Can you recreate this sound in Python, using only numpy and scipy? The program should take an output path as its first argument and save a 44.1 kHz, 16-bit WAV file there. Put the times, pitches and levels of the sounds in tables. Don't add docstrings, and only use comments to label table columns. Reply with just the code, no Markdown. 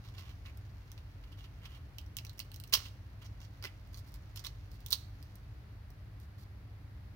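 import sys
import numpy as np
from scipy import signal
from scipy.fft import rfft, irfft, next_fast_len
from scipy.io import wavfile
from scipy.ndimage import uniform_filter1d

SR = 44100
rng = np.random.default_rng(int(sys.argv[2]) if len(sys.argv) > 2 else 0)


def wrap_up_sound(samples):
    columns = np.atleast_2d(samples).T
    tamed = np.clip(columns, -1, 1)
    steps = np.round(tamed * 32767).astype(np.int16)
    wavfile.write(sys.argv[1], SR, steps)


N = 315674

# pitch_hz [Hz], level_db [dB]
SHEET_KNOCK = [(120, -11), (250, -9.5), (450, -10), (750, -8), (1100, 0), (1550, -4.5), (2000, -2),
               (2500, 0.5), (4000, -62.5)]
FLAKE_RING = [(1300, -14.5), (2000, -5), (2600, 1), (3500, -2), (4300, 0.5), (5700, -1), (6800, -6.5),
              (8500, -29.5), (12000, -46)]
FRACTURE_SNAP = [(4500, -30.5), (7000, -8), (8300, 0), (10000, -2.5), (11500, -5.5), (13500, -2),
                 (15600, 8.5), (17000, -10)]
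# pitch_hz [Hz], level_db [dB]
CRUSHED_CRUNCH = [(4500, -28), (7000, -3.5), (9000, 4.5), (11500, -5), (13500, 2), (15500, 7.5),
                  (17000, -10)]
# bend_start_s [s], fracture_start_s [s], fracture_level_db [dB before the mix]
BENT_PIECES = [(1.952, 2.7238, -31.5), (4.785, 4.901, -45.5)]

FRACTURE_S = 0.032
CLEAN_TEAR_S, CRUSHED_TEAR_S = 0.0008, 0.00049


def undb(db):
    return 10 ** (np.asarray(db) / 20)


def unit(x):
    return x / np.sqrt(np.mean(x ** 2) + 1e-30)


def outline_gain(points, size):
    hz, db = np.transpose(points)
    bins_hz = np.fft.rfftfreq(size, 1 / SR)
    return undb(np.interp(np.log(bins_hz + 1), np.log(hz), db))


def response(points, size=1024):
    cepstrum = irfft(np.log(outline_gain(points, size)))
    cepstrum[1:size // 2] *= 2
    cepstrum[size // 2 + 1:] = 0
    return irfft(np.exp(rfft(cepstrum)))


def colour(x, points):
    return signal.fftconvolve(x, response(points))[:len(x)]


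def noise(points):
    size = next_fast_len(N)
    spectrum = rfft(rng.standard_normal(size)) * outline_gain(points, size)
    return unit(irfft(spectrum, size)[:N])


def walk(rate_hz):
    step = int(SR / rate_hz)
    held = np.repeat(rng.standard_normal(N // step + 1), step)
    return unit(uniform_filter1d(uniform_filter1d(held, step), step)[:N])


def resonate(x, hz, width_hz):
    return signal.lfilter(*signal.iirpeak(hz, hz / width_hz, fs=SR), x)


def add(track, s, sound):
    start = max(int(s * SR), 0)
    track[start:start + len(sound)] += sound[:max(N - start, 0)]


def appliances(rumble_db=-47.5, side_db=-68, hiss_db=-66, waver_rad=0.71, throb_db=2):
    # [dB, before the throb]
    motor_tones = [(48.5, -57), (101.5, -58)]
    # pitch_hz [Hz], level_db [dB]
    air_mid = [(20, -36), (33, -29), (41, -8), (56, -2.5), (68, 1.5), (85, -2), (105, 0), (145, -10.5),
               (170, -19), (200, -15.5), (230, -28), (290, -18), (340, -26.5), (470, -27.5)]
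    air_side = [(20, -14.5), (45, 6.5), (150, 3), (250, -5.5), (400, -6.5), (600, -31)]
    air_hiss = [(150, -23.5), (400, -21.5), (600, 2), (1200, 0), (2000, -1), (2400, -5), (3500, -10),
                (4400, -9), (6000, -18.5), (7800, -24.5), (10500, -20.5), (13000, -17.5), (16000, -20.5)]
    t = np.arange(N) / SR
    hum = np.zeros(N)
    for hz, db in motor_tones:
        level = np.sqrt(2) * undb(db + throb_db * walk(2.5))
        hum += level * np.sin(2 * np.pi * hz * t + waver_rad * walk(5.1))
    low_pass = signal.butter(2, 480, fs=SR, output="sos")
    rumble = undb(rumble_db) * signal.sosfilt(low_pass, noise(air_mid))
    side = undb(side_db) * noise(air_side) * np.array([[1], [-1]])
    hiss = np.array([noise(air_hiss), noise(air_hiss)]) * undb(hiss_db + 0.13 * walk(7.4))
    return hum + rumble + side + hiss


def handling(level_db=-75, snap_db=-9, grain_rate=700, rest_s=5.8, rest_db=-8):
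    luck, size = rng.random((2, N))
    grains = (luck < grain_rate / SR) * undb(-3 * np.log(np.maximum(size, .02)))
    busy_db = np.interp(np.arange(N) / SR, [rest_s - .5, rest_s], [0, rest_db])
    ring = unit(colour(grains, FLAKE_RING))
    snap = undb(snap_db) * unit(colour(grains, FRACTURE_SNAP))
    return undb(level_db + busy_db) * (ring + snap)


def piece(s):
    # [dB over the ring, before each touch's offset]
    piece_rows = [(0, 2770, 3600, -7, -6.5), (1.1, 3040, 3110, -5.5, -5.5), (3.3, 2920, 4700, -3.5, -5),
                  (3.8, 3550, 4660, -10.5, 2.5)]
    return piece_rows[sum(s >= row[0] for row in piece_rows[1:])][1:]


def flake(push, hz, second_hz, mode_width_hz, mode_db=9, second_width_hz=480, second_db=6, edge=0.83):
    high_pass = signal.butter(4, edge * min(hz, second_hz), "high", fs=SR, output="sos")
    body = signal.sosfilt(high_pass, colour(push, FLAKE_RING))
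    main = undb(mode_db) * resonate(body, hz, mode_width_hz)
    second = undb(second_db) * resonate(body, second_hz, second_width_hz)
    return unit(body + main + second)


def shower(grain_rate=3000, scatter_db=3, catch_db=3):
    luck, size, sign = rng.random((3, N))
    sizes = undb(-scatter_db * np.log(np.maximum(size, .02)) + catch_db * walk(220))
    return (luck < grain_rate / SR) * sizes * np.sign(sign - .5)


def crumble(clicks, start, end, hz, low_db, high_db, treble, edge=0.13, mode_width_hz=1500,
            ring_db=-2, second_db=3):
    first = int(start * SR)
    grains = clicks[first:max(int(end * SR), first + 256)]
    grains = grains * signal.windows.tukey(len(grains), edge)
    lowest_hz, _, _, _ = piece(start)
    ring = undb(ring_db) * flake(grains, hz, lowest_hz, mode_width_hz, second_db=second_db)
    knock = undb(low_db) * unit(colour(grains, SHEET_KNOCK))
    snap = undb(high_db) * unit(colour(grains, treble))
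    return ring + knock + snap


def rubs(snap_db=-6, sharpness=2.7):
    # start_s [s], end_s [s], level_db [dB before the mix], pitch_hz [Hz], knock_db [dB]
    rub_rows = [(0.037, 0.103, -62, 3780, -5.5), (0.132, 0.328, -62.5, 3100, -4.5),
                (0.173, 0.216, -61.5, 4400, -11), (0.451, 0.506, -63.5, 1680, -1),
                (1.319, 1.336, -58, 2860, -8), (1.37, 1.466, -61.5, 3000, -6), (1.616, 1.67, -61, 2880, 0),
                (1.687, 1.786, -62, 2800, -3.5), (2.835, 2.889, -54.5, 3900, -10),
                (3.213, 3.245, -58.5, 2930, -3), (3.243, 3.269, -56, 5370, -9),
                (3.398, 3.458, -59, 5300, -9), (3.626, 3.675, -52.5, 2530, -6),
                (3.926, 4.003, -62.5, 4700, -9), (4.061, 4.1, -67.5, 4600, -5),
                (4.145, 4.162, -64, 4600, -1), (4.357, 4.404, -56.5, 4860, -8),
                (4.439, 4.47, -51, 4040, -5.5), (4.708, 4.77, -70, 4400, -20),
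                (6.198, 6.26, -73, 4480, -12), (6.378, 6.44, -69, 4600, -17)]
    out = np.zeros(N)
    clicks = shower(grain_rate=1200, scatter_db=3.5, catch_db=1.5)
    for start, end, db, hz, low_db in rub_rows:
        _, _, _, high_db = piece(start)
        stroke = crumble(clicks, start, end, hz, low_db, high_db + snap_db, CRUSHED_CRUNCH,
                         mode_width_hz=hz / sharpness)
        add(out, start, undb(db) * stroke)
    return out


def even(push, evenness=0.8):
    length = push.shape[-1]
    spectrum = rfft(push, 2 * length)
    return irfft(spectrum / (np.abs(spectrum) + 1e-9) ** evenness)[..., :length]


def burst(db, hz, second_hz, low_db, high_db, tear_s, treble, mode_width_hz,
          snap_stretch=2.0, crush_s=0.00073, first_pulse=1.1):
    t = np.arange(1024) / SR
    spread = np.sqrt(.003 / t[-1])
    decays_s = np.array([[tear_s], [snap_stretch * tear_s], [tear_s + crush_s]])
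    fades = np.exp(-t / decays_s)
    pushes = rng.standard_normal(fades.shape) * fades + first_pulse * (t == 0)
    tear, fracture, crush = even(pushes)
    ring = flake(tear, hz, second_hz, mode_width_hz)
    knock = undb(low_db) * unit(colour(crush, SHEET_KNOCK))
    snap = undb(high_db) * unit(colour(fracture, treble))
    return spread * undb(db) * (ring + knock + snap)


def taps(snap_db=-5, mode_width_hz=1800, bump_s=0.0061):
    # time_s [s], level_db [dB before the mix]
    tap_rows = [(0.181, -47), (0.459, -51), (0.977, -53.5), (1.237, -56.5), (1.441, -51.5), (1.653, -45),
                (1.748, -54), (2.769, -46), (2.856, -46)]
    out = np.zeros(N)
    for s, db in tap_rows:
        lowest_hz, hz, low_db, high_db = piece(s)
        add(out, s, burst(db, hz, lowest_hz, low_db, high_db + snap_db, bump_s, CRUSHED_CRUNCH, mode_width_hz))
    return out


def cracks(bent_knock_db=-11, pinch_knock_db=-5, mode_width_hz=640, small_crack_db=-49, tear_doubles_db=22):
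    # time_s [s], ring_level_db [dB over about 3 ms, before the mix], main_mode_hz [Hz],
    # second_mode_hz [Hz], snap_db [dB over the ring]
    crack_rows = [(0.5734, -64, 5100, 3600, 7), (0.917, -52, 6150, 3520, -1),
                  (1.984, -42.5, 3100, 5600, -4.5), (2.014, -61, 4500, 3300, -3),
                  (2.063, -63, 5600, 3200, -4), (2.168, -39, 5800, 3100, 3), (2.1863, -40, 2720, 4300, -12),
                  (2.2496, -47.5, 5670, 2250, -2.5), (2.267, -49.5, 4000, 5830, -10),
                  (2.295, -46.5, 4000, 4160, -8), (2.382, -55, 5460, 3100, -3),
                  (2.3927, -42, 5960, 2090, 2), (2.4012, -37, 4360, 2940, -7.5),
                  (2.517, -51.5, 4300, 2980, -2), (2.543, -49.5, 5400, 3060, -2),
                  (2.561, -51.5, 5800, 4130, 1.5), (2.6004, -50.5, 4300, 2900, 3),
                  (2.638, -48.5, 4250, 2870, -1.5), (2.6763, -59, 5900, 4200, 2),
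                  (2.696, -65, 5900, 4400, 4), (2.7262, -37.5, 2500, 4700, -9),
                  (2.7304, -33, 4750, 5400, -10), (2.7318, -34, 3300, 4400, -9.5),
                  (2.7366, -18, 4430, 3250, -7), (2.7403, -20.5, 5640, 5150, -7),
                  (2.7508, -28, 4940, 3250, -5.5), (2.754, -29, 2950, 4440, -6),
                  (2.7735, -44, 4800, 3010, -1), (3.8733, -74, 4960, 3850, 7),
                  (3.9444, -49, 4400, 6000, -14), (3.9732, -54, 6140, 4400, -6),
                  (3.9833, -57, 5040, 3540, -9), (4.12, -68, 5200, 3770, 4), (4.141, -56, 4700, 3450, 3),
                  (4.3606, -47.5, 4900, 3170, -0.5), (4.372, -49, 3300, 5000, -5),
                  (4.3742, -44, 5160, 3180, -14), (4.394, -46, 4550, 5600, -19),
                  (4.4478, -40, 3620, 4630, -10), (4.454, -47, 5650, 3870, -18),
                  (4.465, -42.5, 3900, 4560, -15), (4.4683, -38.5, 4300, 3230, -10),
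                  (4.716, -60, 4400, 5200, -1), (4.8623, -44.5, 3400, 5900, 2.5),
                  (4.885, -53, 7000, 4400, -1), (4.906, -44, 4260, 7400, 6.5),
                  (4.9225, -35, 3685, 5800, -1), (4.9282, -20.5, 4300, 3930, -7.5),
                  (4.935, -35.5, 4300, 5900, -5), (4.944, -42, 4250, 3500, -18),
                  (4.952, -49, 4400, 3400, -2), (5.2268, -55, 4940, 3620, -2),
                  (5.3554, -63.5, 5410, 4050, 8.5), (5.904, -63.5, 5850, 4220, 2),
                  (6.2004, -66, 4200, 5650, 3.5)]
    out = np.zeros(N)
    for s, db, hz, second_hz, high_db in crack_rows:
        _, _, low_db, _ = piece(s)
        if any(start < s < gives + FRACTURE_S for start, gives, _ in BENT_PIECES):
            tear_s, jolt, body_db, treble = CLEAN_TEAR_S, 5.0, bent_knock_db, FRACTURE_SNAP
        else:
            tear_s, jolt, body_db, treble = CRUSHED_TEAR_S, 2.2, pinch_knock_db, CRUSHED_CRUNCH
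        tear_s = tear_s * 2 ** (max(db - small_crack_db, 0) / tear_doubles_db)
        add(out, s, burst(db, hz, second_hz, low_db + body_db, high_db, tear_s, treble, mode_width_hz,
                          first_pulse=jolt))
    return out


def held_wafer(contact, direct_db, ring_db, from_s=0.99, to_s=3.5):
    # pitch_hz [Hz], width_hz [Hz], level_db [dB before ring_db]
    sheet_modes = [(2830, 110, 4), (3160, 170, 1), (4400, 250, -9.5)]
    t = np.arange(N) / SR
    held = contact * ((t > from_s) & (t < to_s))
    ring = sum(undb(db) * resonate(held, hz, width_hz) for hz, width_hz, db in sheet_modes)
    return contact - held + undb(direct_db) * held + undb(ring_db) * ring


def bending(low_hz=3000, high_hz=6000, knock_db=-13, snap_db=3, mode_width_hz=560,
            pops_per_s=11, pop_db=-67, scatter_db=3.5):
    out = np.zeros(N)
    for start, gives, _ in BENT_PIECES:
        pop_count = int(pops_per_s * (gives - start)) + 1
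        for when, flake_size, luck in rng.random((pop_count, 3)):
            s = start + np.sqrt(when) * (gives - start)
            db = pop_db + scatter_db * (2 * luck - 1)
            hz = low_hz + flake_size * (high_hz - low_hz)
            lowest_hz, _, _, _ = piece(s)
            add(out, s, burst(db, hz, lowest_hz, knock_db, snap_db, CLEAN_TEAR_S, FRACTURE_SNAP, mode_width_hz))
    return out


def fractures(flake_hz=4500, knock_db=-5.0, snap_db=-7, edge_knock_db=-1, edge_snap_db=-8,
              crumble_s=0.099, crumble_db=-15.5, settle_s=0.07):
    out = np.zeros(N)
    clicks = shower(grain_rate=3600, scatter_db=4.0, catch_db=5.5)
    crumbs = shower(grain_rate=810, scatter_db=2.5, catch_db=5.5)
    for _, start, db in BENT_PIECES:
        _, _, low_db, high_db = piece(start)
        end = start + FRACTURE_S
        run = crumble(clicks, start, end, flake_hz, low_db + knock_db, snap_db, FRACTURE_SNAP,
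                      edge=0.12, mode_width_hz=2900, second_db=4)
        add(out, start, undb(db) * run)
        grind = crumble(crumbs, end, end + crumble_s, flake_hz, low_db + edge_knock_db,
                        high_db + edge_snap_db, CRUSHED_CRUNCH, mode_width_hz=2400, second_db=4)
        settle = np.exp(-np.arange(len(grind)) / SR / settle_s)
        add(out, end, undb(db + crumble_db) * grind * settle)
    return out


def landing(flake_hz=4900, second_hz=2850, knock_db=-8, snap_db=-8, mode_width_hz=900, push_s=0.0015):
    # time_s [s], click_level_db and knock_level_db [dB before the mix]
    landing_rows = [(3.6252, -46.5, -67), (3.6397, -42.5, -56.5), (3.648, -45, -53), (3.6535, -42, -57)]
    # [dB, relative]
    pile_modes = [(315, 240, -5.5), (524, 68, -3.5), (1150, 300, -6), (1516, 420, 0.5), (2030, 160, 1),
                  (2700, 1400, -0.5)]
    out = np.zeros(N)
    t = np.arange(2048) / SR
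    for s, click_db, thud_db in landing_rows:
        add(out, s, burst(click_db, flake_hz, second_hz, knock_db, snap_db, CRUSHED_TEAR_S,
                          CRUSHED_CRUNCH, mode_width_hz))
        push = even(rng.standard_normal(len(t)) * np.exp(-t / push_s))
        thud = np.zeros(len(t))
        for hz, width_hz, db in pile_modes:
            mode = resonate(resonate(push, hz, width_hz), hz, width_hz)
            thud += undb(db) * unit(mode)
        add(out, s, undb(thud_db) * unit(thud))
    return out


def kitchen(x, near_t60_s=0.0867, near_db=-7, far_t60_s=0.38, far_db=-18, gap_s=0.0012, echoes_per_s=3500):
    # pitch_hz [Hz], level_db [dB]
    near_colour = [(200, -2), (1200, -3), (4200, 0), (7000, -1.5), (10000, -4), (16000, -3.5)]
    far_colour = [(200, -4.5), (1500, 4.5), (4500, -1), (7000, 2), (10000, -4), (16000, -5.5)]
    t = np.arange(SR // 2) / SR
    near_fade = np.exp(-np.log(1000) * t / near_t60_s) * (t > gap_s)
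    far_fade = np.exp(-np.log(1000) * t / far_t60_s) * (t > 2 * gap_s)
    out = []
    for _ in range(2):
        near, far = rng.standard_normal((2, len(t)))
        echoes = near * (rng.random(len(t)) < echoes_per_s / SR)
        near = undb(near_db) * unit(colour(echoes * near_fade, near_colour))
        far = undb(far_db) * unit(colour(far * far_fade, far_colour))
        out.append(signal.fftconvolve(x, (near + far) / np.sqrt(len(t)))[:N])
    return np.array(out)


def scene(wafer_db=2, left_room_db=4.0, port_lag_s=.00016):
    # pitch_hz [Hz], level_db [dB]
    left_shade = [(500, -7.5), (1300, -4), (2900, -5.5), (4400, -15), (7000, -13), (9000, -10), (12000, 2),
                  (15500, -7.5)]
    snaps = held_wafer(cracks() + bending(), direct_db=-0.5, ring_db=-16.5)
    touches = held_wafer(taps() + rubs() + handling(), direct_db=-2.5, ring_db=-9.5)
    wafers = snaps + touches + fractures() + landing()
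    late = np.roll(wafers, int(round(port_lag_s * SR)))
    left_reply, right_reply = kitchen(wafers)
    left = colour(wafers + undb(left_room_db) * left_reply, left_shade)
    right = late + right_reply
    return undb(wafer_db) * np.array([left, right]) + appliances()


def record(dry):
    return signal.sosfilt(signal.ellip(10, .2, 70, 16000, fs=SR, output="sos"), dry)


dry = scene()
out = record(dry)
wrap_up_sound(out)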